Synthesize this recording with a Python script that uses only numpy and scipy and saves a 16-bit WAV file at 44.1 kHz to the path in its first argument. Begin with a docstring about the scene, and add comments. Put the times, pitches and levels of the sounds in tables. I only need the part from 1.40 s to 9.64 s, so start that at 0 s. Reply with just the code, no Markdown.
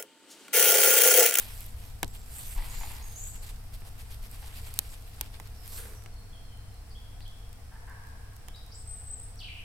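"""A squirrel in dry leaves

A squirrel rummages and hops off, its paws making countless tiny breaks in the leaves. Close by,
twigs snap with a crack and a knock, a hand rubs on the camera, and later leaves crunch under a weight.
Small birds whistle and twitter and a far crow caws, all echoing between the trunks.
Under it lie faintly ticking leaves, a distant rumble with a low hum and the soft hiss of the wood."""
import sys
import numpy as np
from scipy import signal
from scipy.fft import rfft, irfft, next_fast_len
from scipy.io import wavfile
from scipy.ndimage import uniform_filter1d

SR = 44100
rng = np.random.default_rng(int(sys.argv[2]) if len(sys.argv) > 2 else 0)


def wav_out(sig):
    """Save sig, one row per channel (or a flat mono array), as 16-bit PCM at SR to the path in sys.argv[1]."""
    wavfile.write(sys.argv[1], SR, np.round(np.clip(np.atleast_2d(sig).T, -1, 1) * 32767).astype(np.int16))


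N = 363384
TIME, FFT_SIZE = np.arange(N) / SR, next_fast_len(N, True)
FFT_HZ = np.fft.rfftfreq(FFT_SIZE, 1 / SR)

# leaves sliding: t/s at full strength, hold/s, scrape level/dB, hiss above the scrape/dB
SLIDES = [(0.0, 0.0065, -46.5, 5), (.09, 0.16, -56, 5), (0.394, 0.069, -60, 4), (0.938, 0.2, -54, 8.5),
          (1.254, 0.31, -51.5, 2), (1.683, 0.2, -59, 6), (2.95, 0.57, -59, 2), (4.26, .22, -59, 3.5),
          (4.361, .025, -51.5, 9)]
# paw strokes: t/s at the middle, length/s, level/dB
PAW_STROKES = [(0.758, 0.043, -54.5), (1.96, 0.039, -55), (2.043, 0.043, -52), (2.087, 0.055, -51),
               (2.347, 0.036, -54), (2.473, 0.051, -54.5), (2.608, 0.05, -53), (2.727, 0.068, -54),
               (2.852, 0.059, -53.5), (2.937, .06, -57), (3.057, .07, -56), (3.177, 0.077, -53),
               (3.265, .065, -53), (3.373, 0.05, -56), (3.455, 0.034, -60), (3.537, 0.038, -54.5),
               (3.673, 0.024, -57), (3.763, 0.14, -59.5), (3.845, 0.077, -54.5), (3.954, 0.051, -52.5),
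               (4.07, 0.03, -53.5)]
# tone of the leaves' fine hiss and of their coarse scrape: f/Hz, level/dB
HISS_TONE = [(2000, -64), (4500, -10.5), (6500, -9), (8300, 1.5), (10200, -3.5), (12500, 1.5),
             (14500, -8.5), (16000, -30)]
SCRAPE_TONE = [(150, -2), (450, -5), (900, 0.5), (1400, -1.5), (2500, 2), (4800, -0.5), (6500, -11),
               (9000, -21), (16000, -16)]
# which side the leaves are heard on: f/Hz, left over right/dB
LEAF_PAN = [(200, 1), (700, -5.5), (2400, 2), (5000, -0.5), (8000, -0.5), (14000, -7.5)]


def squirrel(rise_s=0.051, fade_s=0.07, settle_s=0.13, hop_off_s=3.63, dulling_db_per_s=30):
    """Sliding leaves give a fine rustle, paw strokes a coarser crackle; both set off sharp ticks."""
    hiss, scrape, paw = np.zeros((3, N))  # loudness curves; hypot adds their power
    for s, hold_s, db, hiss_db in SLIDES:
        slide = amp(db) * swell(s, hold_s, rise_s, fade_s)
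        scrape = np.hypot(scrape, slide)
        hiss = np.hypot(hiss, slide * amp(hiss_db))
    for s, length, db in PAW_STROKES:
        push = np.exp(-np.minimum((2 * (TIME - s) / length) ** 2, 20))
        settle = amp(-11.5) * swell(s, 0, length / 2, settle_s)  # the leaves sink back
        paw = np.hypot(paw, amp(db) * np.maximum(push, settle))
    stir = amp(-67) * swell(0, 4.55, rise_s, fade_s)  # a light rustle while the squirrel moves
    crisp = paw * amp(0.9 - dulling_db_per_s * np.maximum(TIME - hop_off_s, 0))  # dulls as it hops away
    crisp = np.hypot(crisp, amp(3) * stir)
    fine = crinkle(per_s=2800, spread_db=1.5, ring_s=0.0015)
    coarse = crinkle(per_s=1600, spread_db=1.5, ring_s=0.0017)
    sliding = hiss * colour(fine, HISS_TONE, LEAF_PAN)
    sliding += scrape * colour(fine[::-1], SCRAPE_TONE, LEAF_PAN)
    pawing = crisp * colour(coarse, HISS_TONE, LEAF_PAN)
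    pawing += np.hypot(paw, stir) * colour(coarse[::-1], SCRAPE_TONE, LEAF_PAN)
    ticking = amp(-7) * (hiss / 2 + crisp) * leaf_ticks(per_s=130, spread_db=-0.5)
    return leaf_shimmer(sliding + pawing + ticking, depth_db=1.83)


def crinkle(per_s, spread_db, ring_s):
    """Tiny breaks of uneven size, each setting off a brief shiver of noise."""
    size = amp(spread_db * np.minimum(rng.exponential(1, N), 6))
    happens = rng.random(N) < per_s / SR
    power = signal.lfilter([1], [1, -np.exp(-1 / (ring_s * SR))], (size * happens) ** 2)
    return unit_rms(np.sqrt(power) * rng.standard_normal((2, N)))


def leaf_shimmer(x, depth_db):
    """Every leaf rings in its own range, so the tone changes from moment to moment."""
    bands = signal.stft(x, SR, nperseg=512)[2]
    patches = rng.standard_normal(bands.shape[1:])
    patches = uniform_filter1d(patches, size=18, axis=0)  # smooth over frequency
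    patches = uniform_filter1d(patches, size=7, axis=1)  # smooth over time
    return signal.istft(bands * amp(depth_db * unit_rms(patches)), SR, nperseg=512)[1][:, :N]


# twigs breaking: t/s, crack level/dB, knock level/dB, crack brightness/dB per octave, left over right/dB
SNAPS = [(0.2068, -23, -55, 12, 2), (0.264, -27, -60, 11, 3), (0.6306, -9, -8.5, -2.5, 5.5),
         (.6453, -28.5, -52, -4, -13), (.6795, -30, -60, -2, 0), (2.42, -53, -33, -15, 0),
         (2.914, -29, -62, 9, -1), (3.3403, -20.5, -55, 7, -5), (3.39, 1.5, -28.5, -0.3, -0.5),
         (3.8113, -8, -21, 3, -2), (3.9999, -26.5, -28, -6, -1), (4.2784, -26, -42, 11, 8),
         (4.623, -36.5, -41, -9, 6), (4.661, -34, -29, -8, 3), (5.806, -45, -35, -5, 10),
         (6.1297, -35, -65, -2, -1), (7.0845, -27.5, -29.5, -2, 0)]
# tone of a brittle crack and of a woody knock: f/Hz, level/dB
CRACK_TONE = [(200, -38), (1500, -15.5), (2700, -8.5), (4000, -4.5), (5500, -4.5), (7000, -2), (8500, 0.5),
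              (10300, -4.5), (12500, 2), (14000, -4), (16000, -12)]
KNOCK_TONE = [(60, 2.5), (120, 6.5), (210, -4), (400, 0.5), (600, -3.5), (850, 5.5), (1300, -2), (2200, 1),
              (3200, 1), (4700, -8), (16000, -49)]
# how long a twig rings: f/Hz, time to fade by 60 dB/s
KNOCK_FADE = [(150, 0.17), (800, 0.031), (3000, 0.023), (12000, 0.04)]
# which side the twigs are heard on: f/Hz, left over right/dB
SNAP_PAN = [(200, 3.5), (900, -9.5), (3000, -2), (5500, -5), (8000, -0.5), (12500, -3)]


def twig_snaps(crack_boost_db=2, knock_boost_db=4, splinters=0.96, splinter_s=0.0011, width=0.61):
    """A break is a sharp crack with a burst of splinters, and a short dull knock of the wood."""
    out, t = np.zeros((2, N)), np.arange(256) / SR
    for s, crack_db, knock_db, bright_db, pan_db in SNAPS:
        burst = rng.standard_normal((2, len(t))) * np.exp(-t / splinter_s)
        burst *= splinters / np.linalg.norm(burst, axis=1, keepdims=True)
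        middle, side = echo_tail(KNOCK_FADE, size=4096)
        wood = np.array([middle + width * side, middle - width * side])
        burst[:, 0] = wood[:, 0] = 1  # the instant of the break
        crack = signal.fftconvolve(burst, click(CRACK_TONE, bright_db)[None])
        knock = signal.fftconvolve(wood, click(KNOCK_TONE, bright_db / 2)[None])
        add(out, s, amp(crack_db + crack_boost_db) * pan(pan_db) * crack)
        add(out, s, amp(knock_db + knock_boost_db) * pan(pan_db) * knock)
    return irfft(rfft(out, FFT_SIZE) * pan(look_up(SNAP_PAN, FFT_HZ)), FFT_SIZE)[:, :N]


def leaf_ticks(per_s, spread_db):
    """Brittle leaf edges give separate sharp ticks, scattered left and right."""
    size = amp(spread_db * np.minimum(rng.exponential(1, N), 3))
    happens = rng.random(N) < per_s / SR
    spikes = size * happens * rng.standard_normal((2, N))
    return unit_rms(signal.oaconvolve(spikes, click(CRACK_TONE)[None], axes=1)[:, :N])


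# three hand rubs, then two rows of leaf crunch:
# t/s, rise/s, fade/s, rasp level/dB, rasp f/Hz, thud level/dB
RASPS = [(1.155, 0.024, 0.14, -47, 915, -31), (1.4, 0.016, 0.2, -51, 895, -38),
         (3.02, 0.0085, 0.084, -53, 900, -58), (4.29, 0.13, 0.17, -53.5, 456, -52),
         (4.37, 0.022, 0.065, -53, 1430, -60)]
# tone of the hollow rasp: multiple of its frequency, level/dB
RASP_TONE = [(.3, -17), (.7, -9), (1, 3.5), (1.5, -13.5), (2.2, -5.5), (3.1, -11), (5, -13.5), (12, -37)]
# tone of the low thud: f/Hz, level/dB
THUD_TONE = [(12, -2), (28, 9), (45, -15), (90, -26), (300, -35), (1000, -95)]


def rubs_and_crunch():
    """Rasps with a low thud: a hand rubs on the camera, then a weight presses leaves with a crunch."""
    out, t = np.zeros((2, N)), np.arange(SR) / SR
    grain = crinkle(per_s=570, spread_db=2.0, ring_s=0.0019)
    grain = grain + grain[::-1] / 2  # each side also hears the other
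    thud = colour(rng.standard_normal((2, N)), THUD_TONE) * pan(4)
    for s, rise_s, fade_s, rasp_db, hz, thud_db in RASPS:
        span = slice(round(s * SR), round(s * SR) + SR)
        press = np.minimum(t / rise_s, 1) * np.exp(-np.maximum(t - rise_s, 0) / fade_s)
        ring = click([(hz * multiple, db) for multiple, db in RASP_TONE])
        rasp = unit_rms(signal.fftconvolve(grain[:, span], ring[None], axes=1)[:, :SR])
        add(out, s, press * (amp(rasp_db) * rasp + amp(thud_db) * thud[:, span]))
    return out


# thin whistles: t/s, length/s, first f/Hz, last f/Hz, level/dB, left over right/dB
WHISTLES = [(0.675, 0.15, 7870, 7430, -64, -5), (1.329, 0.1, 7330, 6750, -52, -1),
            (1.617, 0.14, 6640, 6430, -58, -3), (4.15, .1, 5600, 4930, -67, -8),
            (4.506, 0.093, 5950, 5830, -66, -5), (4.712, .13, 4354, 4290, -65, -1),
            (4.87, 0.34, 4280, 4200, -70, -1), (4.922, 0.048, 3450, 3050, -62, -2),
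            (5.09, .06, 3160, 3040, -66, 0), (5.32, 0.056, 4160, 4190, -68.5, 0),
            (7.469, .085, 8140, 8130, -46, 4), (7.58, 0.069, 8350, 8150, -52.5, 3),
            (7.664, 0.088, 8090, 8120, -44, 5), (7.778, 0.082, 7950, 8600, -52.5, -2)]
# runs of quick chirps: t/s, number of notes, first f/Hz, last f/Hz, pitch step per note/%, level/dB
CHIRP_RUNS = [(1.294, 1, 6600, 8300, -6, -50), (1.755, 4, 6200, 7550, 3, -44.5),
              (5.496, 1, 5350, 4380, 0, -60.5), (5.548, 1, 3050, 3580, 0, -57),
              (5.635, 1, 3600, 3140, 0, -67), (5.805, 1, 4900, 3600, 0, -58.5),
              (5.849, 1, 3050, 3560, 0, -56), (7.072, 1, 2890, 3530, 3, -63),
              (7.136, 1, 3690, 4050, 0, -53.5), (7.152, 1, 4400, 5410, 0, -59),
              (7.308, 1, 3950, 5580, 2, -54), (7.335, 2, 6970, 8000, 6.5, -51),
              (7.565, 1, 8400, 7380, 3, -51), (7.75, 1, 8050, 7350, 0, -54),
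              (7.965, 1, 6050, 5440, 0, -60.5), (7.985, 2, 5500, 3320, -8, -52),
              (8.0, 3, 3750, 2603, -9, -48), (8.11, 3, 3050, 2390, -0.5, -53.5)]


def songbirds(chirp_s=0.028, chirp_every_s=0.033, chirp_pan_db=1):
    """Small birds sing thin whistles and quick chirps, alone or in runs that step up or down."""
    out, notes = np.zeros((2, N)), list(WHISTLES)
    wobble, flutter = drift(350), amp(3.5 * drift(90))  # trembling of pitch and of loudness
    for s, count, first_hz, last_hz, step, db in CHIRP_RUNS:
        for k in range(round(count)):
            shift = (1 + step / 100) ** k
            notes.append((s + k * chirp_every_s, chirp_s, first_hz * shift, last_hz * shift,
                          db, chirp_pan_db))
    for s, length, first_hz, last_hz, db, pan_db in notes:
        start = round(s * SR)
        note = bird_note(length, first_hz, last_hz, np.roll(wobble, -start), np.roll(flutter, -start))
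        add(out, s, amp(db) * pan(pan_db) * note)
    return out


def bird_note(length, first_hz, last_hz, wobble, flutter, waver=0.0049, buzz=0.17, ramp_s=0.0086):
    """One gliding note: nearly pure if its pitch holds, buzzy if it sweeps far."""
    progress = np.linspace(0, 1, round(length * SR))
    count = len(progress)
    glide = first_hz + (last_hz - first_hz) * (1 - (1 - progress) ** 1.184)  # eases onto the last pitch
    hz = glide + (waver * first_hz + buzz * abs(last_hz - first_hz)) * wobble[:count]
    fade = signal.windows.tukey(count, min(2 * ramp_s / length, 0.7))
    return unit_rms(fade * flutter[:count] * np.sin(2 * np.pi * np.cumsum(hz) / SR))


# caws: t/s, length/s, f/Hz, level/dB
CAWS = [(6.306, .07, 428.6, -57), (6.466, 0.086, 520.4, -52.5)]
# where the crow's throat rings: f/Hz, width/Hz, level/dB
THROAT = [(950, 190, 1), (1636, 170, 5.5), (2130, 350, -44)]


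def crow(rough=0.73, jitter=0.05, arch=0.1):
    """Hoarse puffs of air, rising then falling in pitch, make the throat ring."""
    out = np.zeros((2, N))
    for s, length, pitch_hz, db in CAWS:
        count = round(length * SR)
        bend = np.sin(np.pi * np.linspace(0, 1, count)) - 1 / 2
        hz = pitch_hz * (1 + arch * bend + jitter * drift(180, count))
        puffs = np.exp(-5 * (np.cumsum(hz) / SR % 1))
        breath = unit_rms(puffs * rng.standard_normal(count))
        drive = (1 - rough) * unit_rms(puffs - puffs.mean()) + rough * breath
        voice = 0
        for centre_hz, width_hz, ring_db in THROAT:
            b, a = signal.iirpeak(centre_hz, centre_hz / width_hz / 2, SR)
            voice = voice + amp(ring_db) * signal.lfilter(b, a, signal.lfilter(b, a, drive))
        add(out, s, amp(db) * unit_rms(voice * signal.windows.tukey(count, 0.4)))
    return out


# how long the wood echoes: f/Hz, time to fade by 60 dB/s
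TRUNK_FADE = [(500, 3), (1700, 1.9), (4000, 0.65), (8000, 0.55)]


def trunk_echo(call, direct_db, echo_db):
    """Trunks scatter a call into a long soft tail."""
    echo = signal.fftconvolve(call, echo_tail(TRUNK_FADE, size=65536), axes=1)[:, :N]
    return amp(direct_db) * call + amp(echo_db) * echo


def far_leaves():
    """Leaves farther off keep ticking faintly."""
    return amp(-71) * leaf_ticks(per_s=37, spread_db=5.0)


# loudness of the far rumble: t/s, level/dB
RUMBLE_LEVEL = [(0, -41), (2.7, -41), (3.5, -43), (8.2, -45)]
# tone of the rumble and of the open air: f/Hz, level/dB
RUMBLE_TONE = [(15, -2), (30, 2.5), (47, -6.5), (58, -3.5), (70, -0.5), (82, -16.5), (108, -13.5),
               (122, -12.5), (140, -24.5), (220, -27), (300, -40), (500, -100)]
AIR_TONE = [(94, -7.5), (160, -5.5), (296, -7.5), (353, -17.5), (462, -5.5), (560, -17), (679, -7.5),
            (942, -14), (1470, -15), (3770, -21), (5440, -18), (6590, -25.5), (8150, -19), (12900, -24.5),
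            (16000, -29)]


def background(hum_hz=99.8, waver_hz=0.73, throb_db=2, hum_db=-52.5, air_db=-56):
    """Far rumble, a wavering hum and the even hiss of open air."""
    s, db = np.transpose(RUMBLE_LEVEL)
    rumble = amp(np.interp(TIME, s, db)) * colour(rng.standard_normal((2, N)), RUMBLE_TONE)
    hum = np.sin(2 * np.pi * np.cumsum(hum_hz + waver_hz * drift(5.6)) / SR)
    hum *= amp(throb_db * drift(16))
    air = amp(air_db) * colour(rng.standard_normal((2, N)), AIR_TONE)
    return (rumble + amp(hum_db) * unit_rms(hum)) * pan(0.9) + air


# how alike left and right are: f/Hz, likeness (1 = the same, 0 = unrelated)
LIKENESS = [(25, 1), (60, 0.95), (130, 0.71), (290, 0.28), (640, 0.56), (1410, 0.23), (3100, -0.14),
            (7000, -0.12)]


def colour(noise, tone, balance=((1, 0), (2, 0))):
    """Gives stereo noise a tone, centred by default; long waves reach both sides alike."""
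    left, right = rfft(noise, FFT_SIZE)
    same = np.clip(look_up(LIKENESS, FFT_HZ), -1, 1)
    pair = np.array([left, same * left + np.sqrt(1 - same ** 2) * right])
    shaped = pair * amp(look_up(tone, FFT_HZ)) * pan(look_up(balance, FFT_HZ))
    return unit_rms(irfft(shaped, FFT_SIZE)[:, :N])


def click(tone, tilt_db=0, size=1024):
    """The sharpest click with a given tone, of energy 1; tilt_db brightens it per octave."""
    hz = abs(np.fft.fftfreq(size, 1 / SR))
    log_gain = np.log(amp(look_up(tone, hz) + tilt_db * np.log2(1 + hz / 1000)))
    wave = np.fft.ifft(np.exp(np.conj(signal.hilbert(log_gain)))).real  # packs the energy at the start
    return wave / np.linalg.norm(wave)


def echo_tail(fade_times, size):
    """Scattered echoes of energy 1 on each side, every band dying at its own speed."""
    hz, t, bands = signal.stft(rng.standard_normal((2, size)), SR, nperseg=128)
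    fade = amp(-60 * t / look_up(fade_times, hz)[:, None])
    echoes = signal.istft(bands * fade, SR, nperseg=128)[1]
    return echoes / np.linalg.norm(echoes, axis=1, keepdims=True)


def swell(s, hold_s, rise_s, fade_s):
    """A loudness curve that grows until time s, holds, then dies away."""
    before = np.maximum(s - TIME, 0) / rise_s
    after = np.maximum(TIME - s - hold_s, 0) / fade_s
    return np.exp(-np.minimum(before + after, 30))


def drift(rate_hz, count=N):
    """A smooth random wander, with little motion faster than rate_hz."""
    smoothing = np.exp(-np.minimum(FFT_HZ / rate_hz, 20) ** 2)
    return unit_rms(irfft(rfft(rng.standard_normal(FFT_SIZE)) * smoothing, FFT_SIZE))[:count]


def amp(db):
    """Turns decibels into a gain."""
    return 10 ** (np.asarray(db) / 20)


def unit_rms(x):
    """Scales a signal to an average strength (rms) of 1."""
    return x / np.sqrt(np.mean(x ** 2) + 1e-20)


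def look_up(table, hz):
    """Reads between a table's rows on a log-frequency axis."""
    f, value = np.transpose(table)
    return np.interp(np.log(hz + 1), np.log(f + 1), value)


def pan(db):
    """Left and right gains, with the left louder by db."""
    return amp(np.array([db, -db]).reshape(2, -1) / 2)


def add(mix, s, sound):
    """Mixes a sound in at s seconds."""
    part = mix[:, max(round(s * SR), 0):][:, :sound.shape[-1]]
    part += sound[..., :part.shape[1]]


def scene():
    """Near leaves and twigs have no echo; the birds are far among the trees."""
    birds = trunk_echo(songbirds(), direct_db=-4.5, echo_db=3)
    birds += trunk_echo(crow(), direct_db=-1.5, echo_db=-1.0)
    return squirrel() + far_leaves() + rubs_and_crunch() + twig_snaps() + birds + background()


def record(dry, ceiling=0.64, top_hz=16100):
    """Softly squashes the loudest crack, then cuts the very highest treble."""
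    squashed = ceiling * np.tanh(dry / ceiling)
    lowpass = signal.firwin(255, top_hz, window=("kaiser", 9), fs=SR)
    return signal.oaconvolve(squashed, lowpass[None], "same")


dry = scene()
out = record(dry)
wav_out(out)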